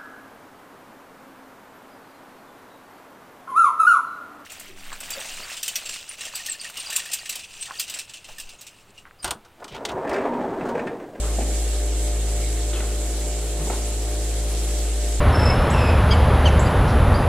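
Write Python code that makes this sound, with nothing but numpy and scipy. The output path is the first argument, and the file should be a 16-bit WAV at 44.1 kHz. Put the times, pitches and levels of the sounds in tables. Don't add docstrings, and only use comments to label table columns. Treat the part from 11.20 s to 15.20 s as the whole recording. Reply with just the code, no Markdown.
import sys
import numpy as np
from scipy import signal
from scipy.fft import rfft, irfft
from scipy.io import wavfile

SR = 44100
rng = np.random.default_rng(int(sys.argv[2]) if len(sys.argv) > 2 else 0)


def output_pcm(signal):
    pcm = np.clip(np.atleast_2d(signal).T, -1, 1) * 32767
    wavfile.write(sys.argv[1], SR, np.round(pcm).astype(np.int16))


N = 176400
TIME = np.arange(N) / SR
BINS_HZ = np.maximum(np.arange(N // 2 + 1) * SR / N, 1)


def from_db(db):
    return 10 ** (np.asarray(db) / 20)

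def unit_rms(x):
    return x / np.sqrt(np.mean(x ** 2) + 1e-20)

def over_bins(points, column=1):
    table = np.array(points)
    return np.interp(np.log(BINS_HZ), np.log(table[:, 0]), table[:, column])

def swell(curve):
    t, db = np.transpose(curve)
    return from_db(np.interp(TIME, t, db - db.mean()))

def waver(depth_db, rate_hz):
    drift = irfft(rfft(rng.standard_normal(N)) / (1 + (BINS_HZ / rate_hz) ** 2), N)
    return from_db(depth_db * unit_rms(drift))

def decay(age, t60):
    return np.exp(-np.log(1000) * age / t60)

def stereo_spectra(pair):
    # f/Hz, correlation coefficient
    likeness = [(100, .998), (230, .995), (400, 0.75), (600, 0.9), (800, 0.75), (1100, 0.86), (2200, 0.68),
                (2800, 0.54), (4000, 0.091), (5400, -0.017), (6300, -0.34), (7200, 0.066), (10000, 0.089),
                (15000, 0.25)]
    correlation = over_bins(likeness)
    mid, side = rfft(pair)
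    return np.sqrt(1 + correlation) * mid + np.sqrt(1 - correlation) * side * [[1], [-1]]

def draught():
    lowpass = signal.butter(3, 75, fs=SR, output="sos")
    return from_db(-70) * unit_rms(signal.sosfilt(lowpass, rng.standard_normal((2, N))))

def barn_reverb(source, t60=0.53, first_echo_s=0.0132, cutoff_hz=12000):
    tail = rng.standard_normal((2, N)) * decay(TIME, t60) * (TIME > first_echo_s)
    response = irfft(stereo_spectra(tail) / np.sqrt(np.sum(tail ** 2)) / (1 + 1j * BINS_HZ / cutoff_hz), N)
    return signal.fftconvolve(source[None], response[:, :SR], axes=1)[:, :N]

def rain_hiss(drops_per_s=5000, drop_share=0.33, size_spread_db=3.5, ripple_db=1.2):
    # f/Hz, left relative level/dB, right relative level/dB
    colour = [(300, -25, -28), (1030, -15.5, -16.5), (1480, -13.5, -14), (2270, -13, -14),
              (3720, -10.5, -10.5), (5200, -11.5, -11), (6000, -9, -10), (6870, -10.5, -4.5),
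              (7700, -10, -4), (8310, -10.5, -4), (9450, -7, -16.5), (10620, -11.5, -17.5),
              (12100, -18, -22), (13340, -18.5, -22.5), (13800, -26, -33), (16000, -33, -35)]
    # t/s, relative level/dB
    strength = [(0.0, -35.5), (0.01, -37.5), (0.26, -38), (0.36, -35), (0.73, -39.5), (0.82, -35.5),
                (0.99, -40), (1.0, -37.5), (2.43, -37.5), (2.46, -35), (2.84, -37.5), (3.33, -37),
                (3.61, -35), (3.7, -38.5), (3.89, -35), (4.0, -38)]
    sizes = from_db(size_spread_db * np.minimum(rng.exponential(1, (2, N)), 5))
    signs = rng.choice([-1, 1], (2, N))
    drops = unit_rms(sizes * signs * (rng.random((2, N)) < drops_per_s / SR))
    wash = np.sqrt(drop_share) * drops + np.sqrt(1 - drop_share) * rng.standard_normal((2, N))
    grid_hz = np.arange(0, SR / 2, 40)
    ripple = [np.interp(BINS_HZ, grid_hz, row) for row in rng.normal(0, ripple_db, (2, len(grid_hz)))]
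    spectra = stereo_spectra(wash) * from_db(ripple) * from_db([over_bins(colour, 1), over_bins(colour, 2)])
    band = np.floor(2 * np.log2(np.maximum(BINS_HZ / 1100, 1)))
    hiss = unit_rms(sum(irfft(spectra * (band == k), N) * waver(depth_db=1.05, rate_hz=12.7)
                        for k in np.unique(band)))
    treble = irfft(rfft(hiss) / (1 + (3500 / BINS_HZ) ** 2), N)
    return from_db(-34.5) * (hiss - treble + swell(strength) * treble)

def rain_rings():
    # f/Hz, width/Hz, left level/dB, right level/dB
    peaks = [(2213, 80, -59, -59), (3990, 45, -59, -73), (6330, 79, -57, -51), (7650, 240, -51, -43.5),
             (7825, 70, -48, -49.5), (8670, 42, -56, -58)]
    # t/s, relative level/dB
    strength = [(0.0, -39), (0.22, -43.1), (0.3, -39.8), (0.74, -40), (0.84, -36), (1.08, -48), (1.16, -37),
                (1.46, -41.5), (2.0, -40), (2.32, -42), (2.6, -43), (2.94, -41), (3.18, -44), (3.24, -46),
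                (3.62, -40), (3.72, -42.3), (3.84, -38.5), (4.0, -44)]
    rings = 0
    for hz, width, left_db, right_db in peaks:
        resonance = 1 / (1 + 2 * ((BINS_HZ - hz) / width) ** 2)
        noise = unit_rms(irfft(stereo_spectra(rng.standard_normal((2, N))) * resonance, N))
        rings += from_db([[left_db], [right_db]]) * noise * waver(depth_db=1, rate_hz=12.7)
    return swell(strength) * rings

def tone(hz, rms_db, crest_s):
    return np.sqrt(2) * from_db(rms_db) * np.cos(2 * np.pi * hz * (TIME - crest_s))

def room_tone(hz, db):
    side = tone(hz, db - 22, rng.random()) * [[1], [-1]]
    return (tone(hz, db, rng.random()) + side) * waver(depth_db=1, rate_hz=2)

def fans(shafts_hz=(54.24, 53.93), mains_hz=60, sideband_hz=54.1, pan_db=0.26):
    orders = (1, 2, 3, 4, 5, 6, 7, 8, 11, 13, 14)
    # first fan level/dB, second fan level/dB
    order_levels = [(-23.5, -38), (-45, -50.5), (-61.5, -49.5), (-61.5, -51.5), (-60.5, -52.5),
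                    (-53, -46.5), (-56, -56), (-59, -60), (-44.5, -50), (-56, -47.5), (-56, -76)]
    motor_tones = [(4, 0), (6, -1), (6, 0), (6, 1), (6, 2), (6, 3), (8, -1), (8, 0), (8, 1), (12, 1)]
    motor_levels = [-60.5, -49, -46, -43.5, -48, -55, -52, -49.5, -50, -56]
    # f/Hz, relative level/dB
    air_colour = [(20, 0), (60, 1), (90, 2.5), (128, -2.5), (158, 5), (195, -1), (320, 1.5), (450, 2.5),
                  (580, 2), (680, 1.5), (770, -1), (900, -1), (1100, -17.5), (2000, -19), (5000, -39)]
    in_phase_s = {1: .75, 2: 2.9}
    hum = 0
    for order, levels in zip(orders, order_levels):
        for shaft_hz, db in zip(shafts_hz, levels):
            hz = order * shaft_hz
            hum = hum + (tone(hz, db, in_phase_s[order]) if order in in_phase_s else room_tone(hz, db))
    for (harmonic, sideband), db in zip(motor_tones, motor_levels):
        hum = hum + room_tone(harmonic * mains_hz + sideband * sideband_hz, db)
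    air = irfft(stereo_spectra(rng.standard_normal((2, N))) * from_db(over_bins(air_colour)), N)
    return (hum + from_db(-43.5) * unit_rms(air)) * from_db([[pan_db], [-pan_db]])

def bandpass(x, hz, octaves):
    edges = [hz * 2 ** (-octaves / 2), hz * 2 ** (octaves / 2)]
    return signal.sosfilt(signal.butter(2, edges, "band", fs=SR, output="sos"), x)

def mode(age, hz, contact_s, t60):
    return np.minimum(age / contact_s, 1) * np.sin(2 * np.pi * hz * age) * decay(age, t60)

def hoof_scuffs():
    # t/s, rise/s, fade/s, centre f/Hz, glide/octaves, width/octaves, level/dB
    drags = [(.008, 0.026, 0.13, 780, 0, 1.4, -38), (0.189, .012, .15, 252, 0, .45, -36.5),
             (.196, 0.0072, .05, 2200, 0, .7, -42), (.198, .01, .07, 730, 0, 0.4, -40),
             (1.2, 0.027, .09, 2130, 0, .25, -46), (1.532, .003, 0.019, 3300, -.1, 0.38, -35),
             (1.548, 0.0036, .06, 3170, -.35, .42, -37.5), (1.525, 0.026, .19, 1070, 0, 1.1, -43.5),
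             (1.602, .003, 0.026, 1900, 0, .35, -43), (2.363, .036, 0.2, 620, 0, 2.5, -44.5),
             (2.379, 0.044, .07, 190, 0, 1.4, -40), (2.498, .004, 0.109, 790, -.1, 1.05, -36),
             (2.499, .002, .026, 2120, -.1, .4, -39.5)]
    out, age = np.zeros(N), TIME[:SR // 2]
    for t, rise, fade, hz, glide, octaves, db in drags:
        envelope = np.interp(age, [0, rise, rise + fade], [0, 1, 0])
        slips = rng.standard_normal(len(age)) * waver(depth_db=1.5, rate_hz=210)[:len(age)]
        travel = np.cumsum(2 ** (glide * np.minimum(age / (rise + fade), 1))) / SR
        friction = np.interp(travel, age, bandpass(slips, hz, octaves))
        gain = from_db(db) * np.sqrt(np.mean(envelope ** 2))
        out[int(t * SR):int(t * SR) + len(age)] += gain * unit_rms(envelope * friction)
    return out

def floor_thuds():
    # t/s, duration/s, f/Hz, glide/octaves, peak level/dB
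    loads = [(.183, .015, 690, 0.27, -19.5), (1.528, .03, 345, 0.031, -29), (1.586, 0.029, 362, 0, -29),
             (2.378, 0.088, 151.6, 0.039, -29)]
    out = np.zeros(N)
    for t, duration, hz, glide, db in loads:
        progress = np.clip((TIME - t) / duration, 0, 1)
        cycles = np.cumsum(hz * 2 ** (glide * (progress - .5)) * (progress > 0)) / SR
        out += from_db(db) * np.sin(np.pi * progress) ** 2 * np.sin(2 * np.pi * cycles)
    return out

def hoof_knocks():
    # t/s, floor level/dB, cutoff f/Hz, contact/s, floor pitch ratio, click f/Hz, click level/dB
    impacts = [(.1855, -13.5, 400, .002, 1.06, 1750, -38), (.2065, -28, 1200, .002, 1.05, 2100, -39),
               (.2175, -30, 900, 0.0023, 0.96, 1810, -35), (1.531, -33, 2000, 0.00098, 1.1, 1240, -31),
               (1.604, -25, 500, 0.0017, 0.92, 1455, -27.5), (1.63, -28, 1200, .002, 1.1, 1150, -40),
               (2.412, -30, 450, .004, 0.94, 1200, -60), (2.4715, -23.5, 600, 0.0016, 1.2, 1100, -40),
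               (2.4993, -19, 1700, 0.0016, 1.08, 1300, -29), (2.518, -30, 900, .003, 0.94, 1560, -44),
               (2.528, -27, 1200, .003, 1.03, 1110, -40), (2.538, -35, 1400, .003, 1.14, 1410, -43)]
    # f/Hz, relative level/dB, T60/s
    floor_modes = [(249, -10, 0.084), (345, -6.5, 0.07), (486, 0, 0.032), (669, 2.5, 0.033),
                   (752, -9.5, 0.041), (937, -17, 0.038), (1226, -12, 0.038)]
    out, age = np.zeros(N), TIME[:SR // 4]
    for t, floor_db, cutoff_hz, contact_s, ratio, click_hz, click_db in impacts:
        grit = unit_rms(bandpass(rng.standard_normal(len(age)), click_hz, octaves=2.2))
        crunch = from_db(-7) * grit * decay(age, t60=0.033)
        knock = from_db(click_db) * (crunch + mode(age, click_hz, contact_s, t60=0.031))
        for hz, mode_db, t60 in floor_modes:
            gain = from_db(floor_db + mode_db + rng.normal(0, 1)) / np.sqrt(1 + (hz / cutoff_hz) ** 4)
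            knock += gain * mode(age, ratio * hz, contact_s, t60)
        out[int(t * SR):int(t * SR) + len(age)] += knock
    return out

def scene(right_lag_s=.00004):
    horse = hoof_knocks() + floor_thuds() + hoof_scuffs()
    left, right = fans() + horse + from_db(-6) * barn_reverb(horse)
    indoors = np.array([left, np.interp(TIME - right_lag_s, TIME, right)])
    return rain_hiss() + rain_rings() + draught() + indoors

def record(dry, left_highpass_hz=2.2, cutoff_hz=15800):
    highpass = signal.butter(1, left_highpass_hz, "high", fs=SR, output="sos")
    lowpass = signal.ellip(10, .1, 80, cutoff_hz, fs=SR, output="sos")
    return signal.sosfilt(lowpass, np.array([signal.sosfilt(highpass, dry[0]), dry[1]]))


dry = scene()
out = record(dry)
output_pcm(out)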